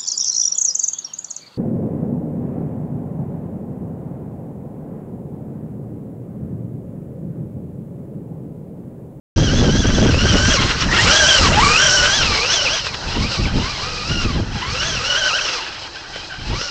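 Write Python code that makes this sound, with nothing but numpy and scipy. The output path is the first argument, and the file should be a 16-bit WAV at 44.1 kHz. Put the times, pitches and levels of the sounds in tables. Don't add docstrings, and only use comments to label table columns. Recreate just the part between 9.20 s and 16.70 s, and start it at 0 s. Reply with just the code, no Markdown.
import sys
import numpy as np
from scipy import signal
from scipy.fft import rfft, irfft, next_fast_len
from scipy.io import wavfile
from scipy.ndimage import uniform_filter1d

SR = 44100
rng = np.random.default_rng(int(sys.argv[2]) if len(sys.argv) > 2 else 0)


def output_pcm(signal):
    pcm = np.clip(np.atleast_2d(signal).T, -1, 1) * 32767
    wavfile.write(sys.argv[1], SR, np.round(pcm).astype(np.int16))


N = 330794
TIME = np.arange(N) / SR


def undb(db):
    return 10 ** (np.asarray(db) / 20)

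def unit(x):
    return x / np.sqrt(np.mean(x ** 2))

def curve(table, at=TIME):
    return np.interp(at, *np.transpose(table))

def swells(events):
    return sum(db * np.exp(-(2 * (TIME - centre) / length) ** 2) for centre, length, db in events)

def colour(x, spectrum):
    hz, db = np.transpose(spectrum)
    size = 2 * next_fast_len(N // 2 + 1)
    octave = np.log2(np.maximum(np.fft.rfftfreq(size, 1 / SR), 1))
    outside = np.abs(octave - np.clip(octave, np.log2(hz[0]), np.log2(hz[-1])))
    gain = undb(np.interp(octave, np.log2(hz), db) - 20 * outside)
    return unit(irfft(rfft(x, size) * gain)[:N])

def steady(x, seconds):
    return x / np.sqrt(uniform_filter1d(x ** 2, int(seconds * SR)) + 1e-9)

def walk(per_s):
    hold = max(int(SR / per_s), 2)
    steps = np.repeat(rng.standard_normal(N // 8)[:N // hold + 1], hold)
    return unit(uniform_filter1d(uniform_filter1d(steps, hold), hold)[:N])

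def grains(per_s, spread_db):
    hits = (rng.random(N) < per_s / SR) * rng.choice([-1, 1], N)
    return unit(hits * undb(spread_db * np.clip(rng.standard_normal(N), -2, 2)))


def backlash(mesh_hz, onset_hz=1210, range_hz=350):
    return np.clip((onset_hz - mesh_hz) / range_hz, 0, 1)

# time_s, mesh_hz
SPEED = [(0.15, 1595), (0.26, 1625), (0.29, 1450.0), (0.33, 1630.0), (0.39, 1743), (0.49, 1480.0),
         (0.61, 1720), (0.64, 1497), (0.68, 1690.0), (0.72, 1506), (0.76, 1680.0), (0.785, 1524),
         (0.83, 1665), (0.9, 1535), (0.94, 1261), (1.095, 1612), (1.14, 1440.0), (1.33, 1630.0),
         (1.375, 1110), (1.5, 1008), (1.61, 1273), (1.695, 558.4), (1.772, 783.6), (1.855, 1130.0),
         (1.93, 1595), (1.99, 1666), (2.055, 1500.0), (2.09, 1633), (2.155, 1558), (2.27, 1093),
         (2.315, 596.7), (2.435, 1123), (2.53, 1227), (2.57, 1342), (2.62, 1616), (2.66, 1625), (2.7, 1465),
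         (2.76, 1536), (2.8, 1440.0), (2.92, 1602), (2.97, 1743), (3.02, 1436), (3.105, 1190.0),
         (3.2, 1131), (3.28, 1370), (3.345, 1740), (3.41, 1436), (3.44, 1561), (3.475, 1197), (3.54, 1687),
         (3.67, 1308), (3.81, 775), (3.98, 933), (4.12, 1430), (4.19, 1102), (4.24, 1400.0), (4.28, 815),
         (4.36, 772), (4.51, 1225), (4.58, 1014), (4.68, 1268), (4.83, 1217), (4.92, 1427), (5.03, 1377),
         (5.2, 823.5), (5.39, 832), (5.6, 1421), (5.68, 1740.0), (5.81, 1226), (5.89, 1474), (5.95, 1439),
         (5.995, 1690.0), (6.025, 1490.0), (6.08, 1550.0), (6.115, 1224), (6.175, 1634), (6.195, 1290.0),
         (6.22, 1622), (6.29, 1340), (6.35, 1280.0), (6.41, 963), (6.5, 829.3), (7.31, 832.5), (7.4, 1354),
         (7.45, 1471), (7.5, 1392)]
def mesh_rate():
    speed_hz = curve(SPEED)
    slack = backlash(speed_hz)
    judder = (.011 + .022 * slack) * walk(90)
    slip = (.005 + .035 * slack) * walk(45)
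    return speed_hz * (1 + judder + slip)

# time_s, level_db
LOUDNESS = [(0.19, -28), (0.96, -25), (1.31, -20), (1.66, -25), (1.8, -16.5), (2.15, -16), (2.36, -19),
            (2.43, -17), (3.2, -20.5), (3.55, -22.5), (3.62, -28), (3.83, -27.5), (3.9, -26), (4.18, -25.5),
            (4.32, -28), (4.39, -25.5), (5.02, -27.5), (5.16, -29.5), (5.23, -33), (5.58, -25),
            (5.79, -25.4), (5.93, -24), (6.35, -25.5), (6.56, -32), (6.63, -31.5), (6.7, -33),
            (6.77, -32.5), (6.84, -33.5), (6.98, -31), (7.19, -34.5), (7.4, -26.5), (7.49, -30.5)]
# time_s, facing_ratio
HEADING = [(.2, 1), (1.3, 0.9), (1.9, 0.15), (2.85, 0.97), (3.1, -0.71), (4.2, -0.91), (5.2, 0.39),
           (6.0, 0.72), (6.6, -0.7), (7.5, -.4)]
def source_gain(share_db, doubling_db, nose_db, growth, cruise_hz=1400, cruise_db=-25):
    loud_db = curve(LOUDNESS)
    speed_db = doubling_db * np.log2(curve(SPEED) / cruise_hz)
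    facing_db = nose_db * curve(HEADING)
    return undb(loud_db + share_db + speed_db + facing_db + growth * (loud_db - cruise_db))

# start_s, length_s
COASTS = [(1.522, 0.043), (1.646, 0.076), (2.295, 0.032), (3.69, .04), (3.758, 0.11), (4.295, 0.035),
          (5.202, 0.12), (6.673, 0.048), (6.819, .11)]
def coasting_db(drop_db=-5, ramp_s=.015):
    released = sum((TIME > start) & (TIME < start + length) for start, length in COASTS)
    return drop_db * uniform_filter1d(released * 1., int(ramp_s * SR))

def gear_tone(cycles, flutter_db, rough):
    flutter = undb(flutter_db * np.clip(walk(130), -2, 1.2))
    shake = flutter * (1 + rough * walk(500))
    return unit(shake * np.sin(2 * np.pi * cycles + rough * walk(450)))

# time_s, mesh_db, octave_db
WHINE = [(.19, -3, 0.5), (1.27, -.5, -3.5), (1.38, -2.5, 2), (1.46, -8, -13), (1.65, -11, -9),
         (1.8, -14, -11), (1.9, 6, -2), (2.19, -2, -4), (2.27, 5.5, -2), (2.34, 6.5, -6), (2.44, 7, -1),
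         (2.52, 0.5, 0), (2.9, 1.5, -1.5), (3.05, -3.5, -1.5), (3.67, -6, -1.5), (3.79, -8, -8),
         (3.91, -5.5, -7.5), (4.39, -6, -8), (5.05, 1.5, -1.5), (5.25, -9, -11), (5.42, -2, -4),
         (5.7, -4, -5.5), (6.07, 5.5, 5.5), (6.18, 4.5, 4.5), (6.24, -7, -6.5), (6.4, 1, -7),
         (6.5, -25, -12), (6.79, -23, -8), (7.49, 1, -6)]
# frequency_hz, gain_db
RADIATION = [(600, -13.5), (950, -3.5), (1150, -3), (1350, -8.5), (1530, 0), (1700, -9), (2100, -4.5),
             (2400, -4.5), (2800, 2), (3200, -3), (3500, 2.5)]
# centre_s, length_s, change_db
THROTTLE_STABS = [(1.09, 0.055, 5.5), (1.795, .06, 20), (2.12, 0.088, 11), (2.45, 0.095, 5),
                  (2.56, 0.11, 5), (3.28, .06, 1), (3.48, 0.052, 4), (4.04, 0.052, 11.5), (4.15, .05, 4),
                  (4.25, 0.039, 10.5), (5.9, 0.054, 4.5), (6.17, .04, -3)]
def gear_whine(teeth, mesh_hz, stutter_db=10, trim_db=.3):
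    time_s, mesh_db, octave_db = np.transpose(WHINE)
    stutter = backlash(mesh_hz) * np.minimum(walk(76), .6)
    drive_db = curve(LOUDNESS) + coasting_db() + stutter_db * stutter + trim_db
    mesh_db = np.interp(TIME, time_s, mesh_db) + curve(RADIATION, mesh_hz)
    octave_db = np.interp(TIME, time_s, octave_db) + curve(RADIATION, 2 * mesh_hz)
    mesh = undb(mesh_db) * gear_tone(teeth, flutter_db=3, rough=.29)
    octave = undb(octave_db + swells(THROTTLE_STABS)) * gear_tone(2 * teeth, flutter_db=3.6, rough=.42)
    return undb(drive_db) * (mesh + octave)

# frequency_hz, gain_db
FINAL_RADIATION = [(300, -0.5), (450, 0), (570, 0.5), (640, -3.5)]
def final_drive_hum(teeth, mesh_hz, ratio=.39):
    gain = source_gain(share_db=-11.5, doubling_db=7, nose_db=.8, growth=.27)
    radiation = undb(curve(FINAL_RADIATION, ratio * mesh_hz))
    return gain * radiation * gear_tone(ratio * teeth, flutter_db=8.5, rough=.092)

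# frequency_hz, gain_db
HOUSING = [(900, -14), (1550, 14), (1900, 10), (2300, -6), (2800, 2), (3200, -0.5), (3600, -27.5),
           (4100, -6.5), (4700, -5.5), (5100, -16), (5700, -5), (6700, -18.5)]
def gear_overtones(teeth, mesh_hz):
    gain = source_gain(share_db=-4, doubling_db=3, nose_db=2, growth=-.09)
    third = undb(curve(HOUSING, 3 * mesh_hz) - 3) * gear_tone(3 * teeth, flutter_db=4, rough=.45)
    fourth = undb(curve(HOUSING, 4 * mesh_hz)) * gear_tone(4 * teeth, flutter_db=3, rough=.25)
    return gain * undb(coasting_db() + .2 * swells(THROTTLE_STABS)) * (third + fourth)

def clatter(teeth, depth_db, teeth_per_turn=20):
    pattern = unit(rng.standard_normal(teeth_per_turn))
    repeated = np.interp(teeth, np.arange(teeth_per_turn), pattern, period=teeth_per_turn)
    return unit(undb(depth_db * repeated))

# centre_s, length_s, change_db
FLINGS = [(.2, .2, 1.5), (.6, 0.18, 2), (1.36, 0.045, 8.5), (1.61, 0.047, 7), (2.18, 0.087, -2.5),
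          (2.7, 0.15, 6), (3.35, 0.22, 6), (4.57, 0.1, -2), (6.3, .2, 3.5), (7.42, .18, 6)]
def gear_rasp(teeth, multiple=3.68):
    gain = source_gain(share_db=-9.5, doubling_db=13, nose_db=.6, growth=.09)
    phase = 2 * np.pi * multiple * teeth
    band = unit(walk(650) * np.cos(phase) + walk(650) * np.sin(phase))
    return gain * undb(swells(FLINGS)) * clatter(teeth, depth_db=2.5) * band

# frequency_hz, level_db
TYRES = [(250, -6), (400, -5), (560, -2.5), (720, -1.5), (820, 1), (930, 0.5), (1050, -8), (1300, -10)]
def tyre_drumming(scoops):
    gain = source_gain(share_db=-11, doubling_db=-2.5, nose_db=-1, growth=.15)
    return gain * colour(scoops * grains(2500, spread_db=2.5), TYRES)

# frequency_hz, level_db
CHASSIS = [(150, -23), (420, -0.5), (800, -24.5), (1000, 0), (1150, 2), (1350, 4.5), (1580, 5), (1800, -1),
           (1960, 4), (2200, -15), (3000, -33.5)]
GEARBOX = [(1700, -19), (2200, -2), (2500, -2), (2800, 3), (3150, -0.5), (3450, -1.5), (3700, -5.5),
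           (4500, -22.5)]
# centre_s, length_s, rise_db
JOLTS = [(1.507, 0.065, 5), (1.626, .05, 7.5), (1.77, 0.034, 4.5), (2.248, 0.061, 2.5), (2.36, .04, 1),
         (3.58, 0.048, 6.5), (3.67, 0.043, 8), (3.746, 0.028, 3), (4.143, .05, 4), (4.378, 0.024, 4),
         (5.617, 0.047, 5), (6.31, 0.095, 5.5), (6.96, .04, 6)]
def drive_rattle(shaking):
    chassis = colour(shaking * grains(3500, spread_db=3), CHASSIS)
    chassis *= source_gain(share_db=-7, doubling_db=-1, nose_db=2.5, growth=.0349)
    gearbox = colour(shaking * grains(5000, spread_db=1), GEARBOX)
    gearbox *= source_gain(share_db=-5.6, doubling_db=0, nose_db=.66, growth=.12)
    return undb(swells(JOLTS)) * (chassis + undb(coasting_db()) * gearbox)

# frequency_hz, level_db
SAND = [(2900, -51), (3650, -2.5), (4080, 6.5), (4400, 2), (4800, 3), (5200, 5.5), (5600, -17.5),
        (6500, -11)]
SPRAY = [(4600, -24), (5150, -18), (5400, -0.5), (5950, -4), (6150, -8), (6450, -7), (6650, -17.5),
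         (7500, -23.5), (8500, -55)]
def sand_hiss(scoops):
    churn = undb(.5 * coasting_db()) * colour(scoops * grains(9000, spread_db=2.5), SAND)
    churn *= source_gain(share_db=-4, doubling_db=2.5, nose_db=-1.36, growth=0)
    spray = undb(swells(FLINGS)) * colour(scoops * grains(7000, spread_db=4.5), SPRAY)
    spray *= source_gain(share_db=-9, doubling_db=4, nose_db=1.4, growth=.22)
    return undb(.4 * swells(JOLTS)) * (churn + spray)

# frequency_hz, level_db
CRACKLE = [(3000, -21.5), (5500, -28), (6800, 9.5), (7800, -1), (8600, 0.5)]
def treble_crackle():
    gain = source_gain(share_db=-23, doubling_db=1.5, nose_db=6.5, growth=1.02)
    return gain * colour(grains(1200, spread_db=3.5), CRACKLE)

# time_s, level_db
DRAUGHT = [(.15, -19), (2.1, -24.5), (3.65, -33), (4.7, -28), (5.98, -32), (6.4, -43), (6.7, -44),
           (7.15, -39.5), (7.5, -42)]
# start_s, hold_s, level_db
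GUSTS = [(0.183, 0.054, -9.5), (0.296, .1, -15), (0.39, 0.19, -10.5), (0.656, 0.21, -10.5),
         (0.942, .01, -11.5), (1.026, .13, -11), (1.22, .09, -14), (1.4, 0.042, -18.5),
         (1.662, 0.076, -18.5), (1.842, 0.051, -15), (2.209, 0.22, -14), (2.458, 0.051, -21),
         (2.8, 0.043, -19.5), (2.999, .11, -20), (3.858, .04, -22.5), (3.972, 0.055, -14.5),
         (4.21, 0.062, -16), (4.334, 0.075, -15), (4.911, 0.2, -18.5), (5.162, 0.017, -15),
         (5.264, 0.11, -21.5), (5.45, 0.35, -25.5), (7.218, 0.0091, -23.5), (7.305, .015, -17)]
def wind_strength_db(attack_s=.032, release_s=.064):
    strength = undb(curve(DRAUGHT))
    for start, hold, db in GUSTS:
        fade = np.maximum(start - TIME, 0) / attack_s + np.maximum(TIME - start - hold, 0) / release_s
        strength = np.maximum(strength, undb(db) * np.exp(-np.minimum(fade, 20)))
    return 20 * np.log10(strength)

# frequency_hz, level_db
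SLOW_EDDIES = [(8, -15.5), (22, 1), (45, -0.1), (85, -1), (125, -1.5), (200, -9), (320, -24.5), (700, -56)]
FAST_EDDIES = [(70, 2.5), (140, -6.5), (200, -1.5), (280, -5.5), (400, -10), (600, -17), (1200, -36),
               (2500, -46)]
def wind(buffet_db=2, buffets_per_s=24, full_gust_db=-10.5):
    gust_db = wind_strength_db() + buffet_db * np.clip(walk(buffets_per_s), -2, 1.5)
    fast_share = np.minimum(undb(-2.5 + .41 * (gust_db - full_gust_db)), .9)
    slow = steady(colour(rng.standard_normal(N), SLOW_EDDIES), seconds=.081)
    bursts = rng.standard_normal(N) * undb(6.2 * walk(70))
    fast = steady(colour(bursts, FAST_EDDIES), seconds=.06)
    eddies = np.sqrt(1 - fast_share ** 2) * slow + fast_share * fast
    push = undb(gust_db - 3) * (1 + 1.7 * undb(gust_db))
    return push * eddies

# frequency_hz, level_db
THUD = [(80, -29.5), (250, 3), (520, 24), (750, -10), (1400, -13), (3000, -47)]
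TICK = [(700, -8.5), (1500, 12), (2200, -9), (3000, -1), (4000, 0), (5500, -14), (8000, -17)]
# start_s, thud_db, tick_db
KNOCKS = [(0.944, -6, -26), (1.422, -22, -15), (1.624, -24, -12), (1.746, -20, -10), (2.164, -26, -5),
          (2.232, -8, -16), (2.345, -8, -14), (3.668, -28, -14), (3.745, -28, -18), (6.961, -19, -28),
          (7.414, -17, -13)]
def knocks(thud_decay_s=.0017, tick_decay_s=.0015):
    thud = steady(colour(rng.standard_normal(N), THUD), seconds=.0023)
    tick = steady(colour(rng.standard_normal(N), TICK), seconds=.0023)
    out = np.zeros(N)
    for start_s, thud_db, tick_db in KNOCKS:
        start = int(start_s * SR)
        age = TIME[:min(SR // 10, N - start)]
        span = slice(start, start + len(age))
        out[span] += undb(thud_db) * thud[span] * np.exp(-age / thud_decay_s)
        out[span] += undb(tick_db) * tick[span] * np.exp(-age / tick_decay_s)
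    return out

def scene():
    mesh_hz = mesh_rate()
    teeth = np.cumsum(mesh_hz) / SR
    gears = gear_whine(teeth, mesh_hz) + final_drive_hum(teeth, mesh_hz)
    gears += gear_overtones(teeth, mesh_hz) + gear_rasp(teeth)
    shaking = unit(undb(1.94 * walk(45))) * clatter(teeth, depth_db=.5)
    scoops = unit(undb(1.3 * walk(40))) * clatter(teeth, depth_db=.5)
    impacts = tyre_drumming(scoops) + drive_rattle(shaking) + sand_hiss(scoops)
    return (gears + impacts + treble_crackle() + knocks() + wind())[None]

def overload(x, ceiling=.37, treble_share=.6, bass_hz=900):
    bass = signal.sosfiltfilt(signal.butter(2, bass_hz, fs=SR, output="sos"), x)
    travel = (bass + treble_share * (x - bass)) / ceiling
    return x / (1 + travel ** 6) ** (1 / 6)

def record(dry, on_s=.16, ramp_s=.006, top_hz=8300):
    switch_on = np.clip((TIME - on_s) / ramp_s, 0, 1)
    lowpass = signal.butter(16, top_hz, fs=SR, output="sos")
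    return signal.sosfiltfilt(lowpass, switch_on * overload(dry))


dry = scene()
out = record(dry)
output_pcm(out)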